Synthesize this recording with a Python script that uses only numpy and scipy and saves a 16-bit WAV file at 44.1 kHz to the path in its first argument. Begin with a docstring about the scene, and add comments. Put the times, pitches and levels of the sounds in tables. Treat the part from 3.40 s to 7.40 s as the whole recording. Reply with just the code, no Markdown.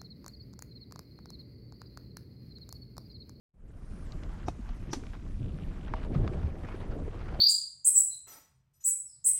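"""Wind buffeting the microphone and a low tyre rumble fade in: a mountain bike sets off along a dry
forest trail, heard from the rider's helmet. Two sharp clacks ring out, likely shoes snapping into
the pedals, while a thin hiss sinks in pitch. Then the tyres crunch faster over dirt and needles,
flick stones and twigs and thud over bumps, with short runs of ticking, likely the freehub."""
import sys
import numpy as np
from scipy import signal
from scipy.io import wavfile

SR = 44100
rng = np.random.default_rng(int(sys.argv[2]) if len(sys.argv) > 2 else 0)


def inscribe(sig):
    """Save sig as 16-bit PCM at rate SR to the path in sys.argv[1].

    A 1-D sig is mono; a 2-D sig holds one channel per row.
    Samples are clipped to [-1, 1] before scaling.
    """
    pcm = np.round(np.clip(np.atleast_2d(sig).T, -1, 1) * 32767)
    wavfile.write(sys.argv[1], SR, pcm.astype(np.int16))


N = 176400
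T = np.arange(N) / SR

# Spectra give tone colour only: their levels are relative, per hertz.
# microphone hiss: f/Hz, level/dB
MIC_HISS_SPECTRUM = [(1000, 12), (4000, -8.5), (8000, 5.5), (10300, 1.5), (12000, -5.5), (14000, -35)]
# thin hiss sinking as the bike moves off: t/s, f/Hz, level/dB
HISS_GLIDE = [(.2, 9400, -93), (.45, 9210, -73.5), (.63, 9700, -72), (.66, 7580, -72.5), (.85, 7130, -75),
              (1.05, 6933, -78), (1.3, 5835, -76), (1.9, 5305, -79.5)]
# wind on the microphone: t/s, level/dB
WIND_LEVEL = [(0, -36.5), (.47, -38.5), (.54, -34), (.67, -39), (.85, -35.5), (1.5, -37), (1.72, -38.5),
              (1.95, -34), (2.03, -31.5), (2.12, -32.5), (2.45, -35.5), (2.53, -35), (2.7, -34),
              (2.79, -24.5), (2.96, -29), (3.06, -26), (3.13, -35.5), (3.4, -34.5), (3.5, -31.5),
              (4, -31.5)]
# its bass-heavy colour: f/Hz, level/dB
WIND_SPECTRUM = [(18, -1.5), (30, 5.5), (50, -3), (80, -3), (130, -10.5), (200, -14), (300, -29.5),
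                 (600, -49.5)]
# how hard the bike rolls: t/s, share/0-1
ROLLING_PACE = [(0, 0.75), (1.8, 0.32), (2.3, 0.51), (2.9, 0.84), (4, 1)]
# rumble of tyres and frame: t/s, level/dB
RUMBLE_LEVEL = [(0, -51), (.5, -51.5), (.85, -46.5), (1.35, -55), (1.5, -43.5), (1.72, -50), (1.83, -44.5),
                (1.96, -57.5), (2.02, -42), (2.22, -45.5), (2.46, -47), (2.54, -42.5), (2.63, -44.5),
                (2.77, -34.5), (2.92, -41.5), (3.12, -43), (3.42, -47), (3.52, -37), (3.78, -47.5),
                (4, -41.5)]
# its colour at full pace: f/Hz, level/dB
RUMBLE_SPECTRUM = [(80, -38.5), (140, 3.5), (250, -0.5), (430, -1), (600, -5.5), (800, -16), (1200, -28.5),
                   (2500, -60.5)]
# runs of ticking: t/s, length/s, rate/Hz, level/dB
TICK_RUNS = [(2.029, .07, 59, -52), (2.198, .05, 78, -52.5), (2.411, .08, 57, -51)]
# dry needles crackling: t/s, level/dB
NEEDLE_LEVEL = [(0, -102), (1.5, -67), (2.05, -69.5), (2.3, -64.5), (2.45, -76.5), (2.63, -62), (2.7, -69),
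                (2.8, -78), (3.1, -73), (4, -77)]
# crunch under the tyres: t/s, level/dB
CRUNCH_LEVEL = [(0, -67.5), (.55, -60.5), (.9, -57), (1.05, -54), (1.18, -63), (1.28, -57.5), (1.45, -58.5),
                (1.75, -61), (1.93, -63.5), (2.2, -61), (2.46, -53.5), (2.62, -60.5), (2.7, -63),
                (2.76, -54.5), (3.12, -59), (3.3, -54.5), (3.68, -59.5), (4, -54.5)]
# colour of its grit and swish: f/Hz, level/dB
CRUNCH_SPECTRUM = [(400, -1), (750, 1.5), (1100, 1), (1600, -1.5), (2200, -7), (3000, -11), (4300, -19),
                   (6500, -27), (10000, -45.5)]
# a tread knob crushes a patch of litter: t/s, level/dB, half-width/s
LITTER_CRUSHES = [(1.749, -55.5, 0.0104), (2.484, -54, 0.0049), (2.57, -56, 0.0355), (2.637, -52.5, 0.0242),
                  (2.752, -49.5, 0.0102), (2.846, -58.5, 0.0047), (2.939, -56, 0.0119),
                  (3.031, -50.5, 0.0081), (3.812, -56, 0.0224), (3.887, -52.5, 0.0046),
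                  (3.945, -48.5, 0.0047)]
# dull knocks of wheel and frame: t/s, level/dB, f/Hz
BUMP_HITS = [(1.191, -32, 219.7), (1.504, -29.5, 135.6), (1.57, -30.5, 267.5), (1.626, -38.5, 406.4),
             (2.004, -27, 120.1), (2.037, -30, 111.6), (2.038, -33, 227), (2.136, -31, 150),
             (2.222, -32.5, 174.5), (2.507, -30.5, 108.3), (2.715, -28.5, 256.1), (2.758, -16.5, 145.8),
             (2.77, -26, 191), (2.804, -22, 114.6), (2.894, -23.5, 116.4), (2.915, -29, 360),
             (2.972, -22, 80.3), (3.04, -22, 77.5), (3.343, -30, 357.6), (3.679, -26.5, 407.7)]
# stones and twigs hit by the tyres: t/s, level/dB, f/Hz, relative snap/dB
STONE_HITS = [(.7214, -32.5, 4040, -9.5), (0.8343, -38.5, 1970, -3.5), (1.29, -36.5, 710, -9),
              (1.6364, -35.5, 1429, -11.5), (1.6677, -36, 2220, -26.5), (1.7341, -35.5, 1590, -26.5),
              (1.752, -37.5, 1020, -27), (1.864, -42.5, 1062, -18), (2.1868, -37.5, 1390, -18),
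              (2.5374, -16, 923.5, -25.5), (2.877, -23.5, 1150, -13), (3.2865, -32, 850, -18.5),
              (3.589, -38.5, 682, -26.5), (3.953, -29, 627, -29)]
# woody tock of each hit: pitch ratio, level/dB, t60/cycles
TOCK_MODES = [(.72, -4, 0.5), (1, -3, 18), (1.38, -1.5, 6), (1.85, -9.5, 17.5), (2.4, -19, 34.5)]
# the wheel ringing on: f/Hz, level/dB, t60/s
WHEEL_MODES = [(640.1, -22, 0.227), (771.2, -20.5, 0.107), (1150, -27.5, 0.085)]
# pedal clacks: t/s, body/dB, metal/dB, scrape/dB, body pitch ratio, bounce delay ratio
PEDAL_CLACKS = [(1.0822, -24.5, -44.5, -56, 1.014, 0.997), (1.531, -27.5, -30.5, -49, 1.176, 1.3254)]
# contacts within a clack: delay/s, level/dB
CLEAT_BOUNCES = [(0, -5), (.0024, 2.18)]
# body of the pedal: f/Hz, level/dB, t60/s
PEDAL_MODES = [(291.4, -3.5, 0.054), (353.3, -3, 0.0271), (699.4, 3.5, 0.0251), (840, -11, 0.0312),
               (1020, -10, 0.027), (1176, -20.5, 0.031), (2154, -24, 0.0263), (2513, -23.5, 0.0487),
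               (3680, -22.5, 0.035)]
# noise burst of metal on metal: f/Hz, level/dB
METAL_SPECTRUM = [(350, 14.5), (800, 4), (1300, 2), (1900, -3.5), (3000, -4.5), (4300, -1.5), (5900, 1),
                  (7000, -9), (9000, -18.5), (12000, -26.5), (14000, -40)]
# ring of the pedal spring: f/Hz, level/dB, t60/s
SPRING_MODES = [(4174, -7.5, 0.082), (5120, -15.5, 0.073), (5511, -7, 0.065), (5950, -2, 0.084),
                (6160, -13, 0.137)]
# master fader: t/s, level/dB
FADE_IN = [(.128, -64), (.142, -23.5), (.25, -11.5), (.4, -6.5), (.55, -3)]


def from_db(db):
    """Decibels to gain."""
    return 10 ** (np.asarray(db) / 20)


def rms_one(x):
    """Scale to unit power."""
    return x / np.sqrt(np.mean(x ** 2) + 1e-20)


def curve(rows, column=1):
    """One column of an automation curve at every sample."""
    rows = np.array(rows)
    return np.interp(T, rows[:, 0], rows[:, column])


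def band(x, low_hz, high_hz):
    """Gentle band-pass."""
    sos = signal.butter(2, [low_hz, min(high_hz, SR / 2 - 1)], "band", fs=SR, output="sos")
    return signal.sosfilt(sos, x + 1e-18)


def lowpass(x, hz):
    """Steep treble cut."""
    return signal.sosfilt(signal.butter(6, hz, fs=SR, output="sos"), x)


def drift(rate_hz):
    """Smooth random wobble with spread 1."""
    hop, settle = 40, 2000
    pole = np.exp(-2 * np.pi * hop * rate_hz / SR)
    noise = rng.standard_normal(N // hop + settle + 2)
    slow = signal.lfilter([1], [1, -2 * pole, pole * pole], noise)[settle:]
    return np.interp(np.arange(N) / hop, np.arange(len(slow)), rms_one(slow))


def white():
    """White noise."""
    return rng.standard_normal(N)


def noise_band(low_hz, high_hz):
    """A band of noise at unit power."""
    return rms_one(band(white(), low_hz, high_hz))


def coloured(spectrum, flicker_db, source=white):
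    """Third-octave bands of a source, each with its own level and flicker; unit power."""
    hz, db = np.transpose(spectrum)
    edges = 16 * 2 ** (np.arange(31) / 3)
    out = np.zeros(N)
    for low, high in zip(edges, edges[1:]):
        if high > hz[0] and low < hz[-1]:
            band_db = np.interp(np.log(np.sqrt(low * high)), np.log(hz), db)
            out += from_db(band_db + flicker_db * drift(18.25)) * band(source(), low, high)
    return rms_one(out)


def decay(start, t60):
    """Envelope with an instant attack, falling 60 dB in t60 seconds."""
    return (T >= start) * np.exp(-np.log(1000) * np.clip((T - start) / t60, 0, 2))


def ring(start, hz, t60):
    """One struck mode."""
    return decay(start, t60) * np.sin(2 * np.pi * hz * (T - start))


def swell(centre, half_width):
    """Bell-shaped envelope."""
    return np.exp(-np.minimum(((T - centre) / half_width) ** 2, 20))


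def mic_hiss():
    """A faint bed of microphone hiss."""
    return from_db(-71.5) * coloured(MIC_HISS_SPECTRUM, flicker_db=3)


def thin_hiss(half_width_hz=926):
    """A soft hiss: its bright band glides down over a body that holds its pitch."""
    carrier = np.cos(2 * np.pi * np.cumsum(curve(HISS_GLIDE)) / SR)
    glide = rms_one(lowpass(white(), half_width_hz) * carrier)
    body = from_db(1) * noise_band(4010, 6360)
    return from_db(curve(HISS_GLIDE, column=2)) * (glide + body)


def wind():
    """Air buffets the microphone in lumpy low gusts."""
    gusts = from_db(curve(WIND_LEVEL) + 1.27 * drift(12.06))
    return gusts * coloured(WIND_SPECTRUM, flicker_db=2.5)


def rumble(slow_top_hz=340):
    """Rough ground shakes tyres and frame, duller when the bike is slow."""
    full = coloured(RUMBLE_SPECTRUM, flicker_db=1)
    dull = rms_one(lowpass(coloured(RUMBLE_SPECTRUM, flicker_db=2), slow_top_hz))
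    pace = curve(ROLLING_PACE)
    crossfade = pace * full + np.sqrt(1 - pace ** 2) * dull
    return from_db(curve(RUMBLE_LEVEL) + 2.235 * drift(28)) * crossfade


def freehub(pawl_hz=(2200, 3666), jitter=0.25):
    """Pawls drop over the ratchet in short, slightly uneven runs."""
    ticks = np.zeros(N)
    for start, length, rate, db in TICK_RUNS:
        for k in range(int(length * rate) + 1):
            onset = start + (k + jitter * rng.uniform(-1.1, 1)) / rate
            ticks += from_db(db) * decay(onset, t60=0.0232)
    return band(ticks * noise_band(*pawl_hz), *pawl_hz)


def needles(snaps_per_s=520, spread_db=3.5, pitch_hz=(2178, 4295), t60_cycles=12):
    """Dry needles break under the tread: tiny snaps at scattered pitches."""
    snaps = (rng.random(N) < snaps_per_s / SR) * rng.choice([-1, 1], N)
    snaps = snaps * from_db(spread_db * np.minimum(rng.exponential(1, N), 3.5))
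    pitch_index = rng.integers(0, 10, N)
    out = np.zeros(N)
    for k, hz in enumerate(np.geomspace(*pitch_hz, 10)):
        pole = np.exp(-np.log(1000) * hz / (t60_cycles * SR))
        resonator = [1, -2 * pole * np.cos(2 * np.pi * hz / SR), pole * pole]
        out += signal.lfilter([1, 0, -1], resonator, snaps * (pitch_index == k) + 1e-18)
    return from_db(curve(NEEDLE_LEVEL)) * rms_one(band(out, 1100, 4530))


def crunch(full_pace_grains_per_s=1100, spread_db=1):
    """Grit cracks under the tread over a soft swish, denser with pace, surging on patches of litter."""
    pace = curve(ROLLING_PACE)
    grains = rng.random(N) < full_pace_grains_per_s * pace / SR
    grains = grains * from_db(spread_db * np.minimum(rng.exponential(1, N), 3.4))
    grit = coloured(CRUNCH_SPECTRUM, flicker_db=3.5, source=lambda: grains * white()) * np.sqrt(pace)
    swish = coloured(CRUNCH_SPECTRUM, flicker_db=3)
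    rolling = from_db(curve(CRUNCH_LEVEL) + 2.63 * pace * drift(30))
    crushes = sum(from_db(db) * swell(centre, width) for centre, db, width in LITTER_CRUSHES)
    return (rolling + crushes) * (from_db(0.5) * grit + from_db(-0.5) * swish)


def bumps(attack_cycles=0.528, t60_cycles=12.4):
    """Wheel and frame take each bump with a soft, heavily damped thud."""
    out = np.zeros(N)
    for start, db, hz in BUMP_HITS:
        attack = 1 - np.exp(-np.clip((T - start) * hz / attack_cycles, 0, 20))
        out += 2 * from_db(db) * attack * ring(start, hz, t60_cycles / hz)
    return out


def stones():
    """Each stone or twig gives a woody tock with a snap on top, and leaves the wheel ringing."""
    out = np.zeros(N)
    snap_noise = noise_band(1995, 5220)
    for start, hit_db, pitch_hz, snap_db in STONE_HITS:
        tock = np.zeros(N)
        for k, (ratio, db, cycles) in enumerate(TOCK_MODES):
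            mode_hz = pitch_hz * ratio
            tock += (-1) ** k * from_db(db) * ring(start, mode_hz, cycles / mode_hz)
        wheel = sum(from_db(db) * ring(start, hz, t60) for hz, db, t60 in WHEEL_MODES)
        snap = 0.5 * from_db(snap_db) * snap_noise * decay(start, t60=0.022)
        out += from_db(hit_db) * (tock + wheel + snap)
    return lowpass(out, hz=6940)


def pedal_clacks(scrape_s=0.0125):
    """The cleat scrapes in and snaps home, ringing pedal and spring; the trees return a faint tail."""
    out = np.zeros(N)
    metal = coloured(METAL_SPECTRUM, flicker_db=0.5)
    scrape = noise_band(4740, 6200)
    forest = noise_band(4570, 7200)
    rattle = noise_band(6500, 9620)
    for start, body_db, metal_db, scrape_db, pitch, stretch in PEDAL_CLACKS:
        out += from_db(scrape_db) * scrape * swell(start - scrape_s / 2, scrape_s)
        for delay, bounce_db in CLEAT_BOUNCES:
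            contact = start + delay * stretch
            body = sum(from_db(db) * ring(contact, hz * pitch, t60) for hz, db, t60 in PEDAL_MODES)
            out += from_db(body_db + bounce_db) * body
            out += from_db(metal_db + bounce_db) * metal * decay(contact, t60=0.0135)
        spring = sum(from_db(db) * ring(start + rng.random() / hz, hz, t60)
                     for hz, db, t60 in SPRING_MODES)
        tail = from_db(-4.5) * (spring + metal * decay(start, t60=0.142))
        tail += from_db(-22.5) * rattle * decay(start, t60=0.204)
        tail += from_db(-30) * forest * decay(start, t60=0.95)
        out += from_db(metal_db) * tail
    return out


def scene():
    """The mono mix at the rider's helmet."""
    bed = mic_hiss() + wind() + rumble()
    texture = crunch() + needles() + freehub()
    hits = stones() + bumps() + pedal_clacks()
    return (bed + texture + hits + thin_hiss())[None]


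def record(dry):
    """Fade the mix in and cut the very top of the treble."""
    cutoff_hz = 15200
    steep = signal.ellip(10, .1, 80, cutoff_hz, fs=SR, output="sos")
    return signal.sosfilt(steep, dry * from_db(curve(FADE_IN)))


dry = scene()
out = record(dry)
inscribe(out)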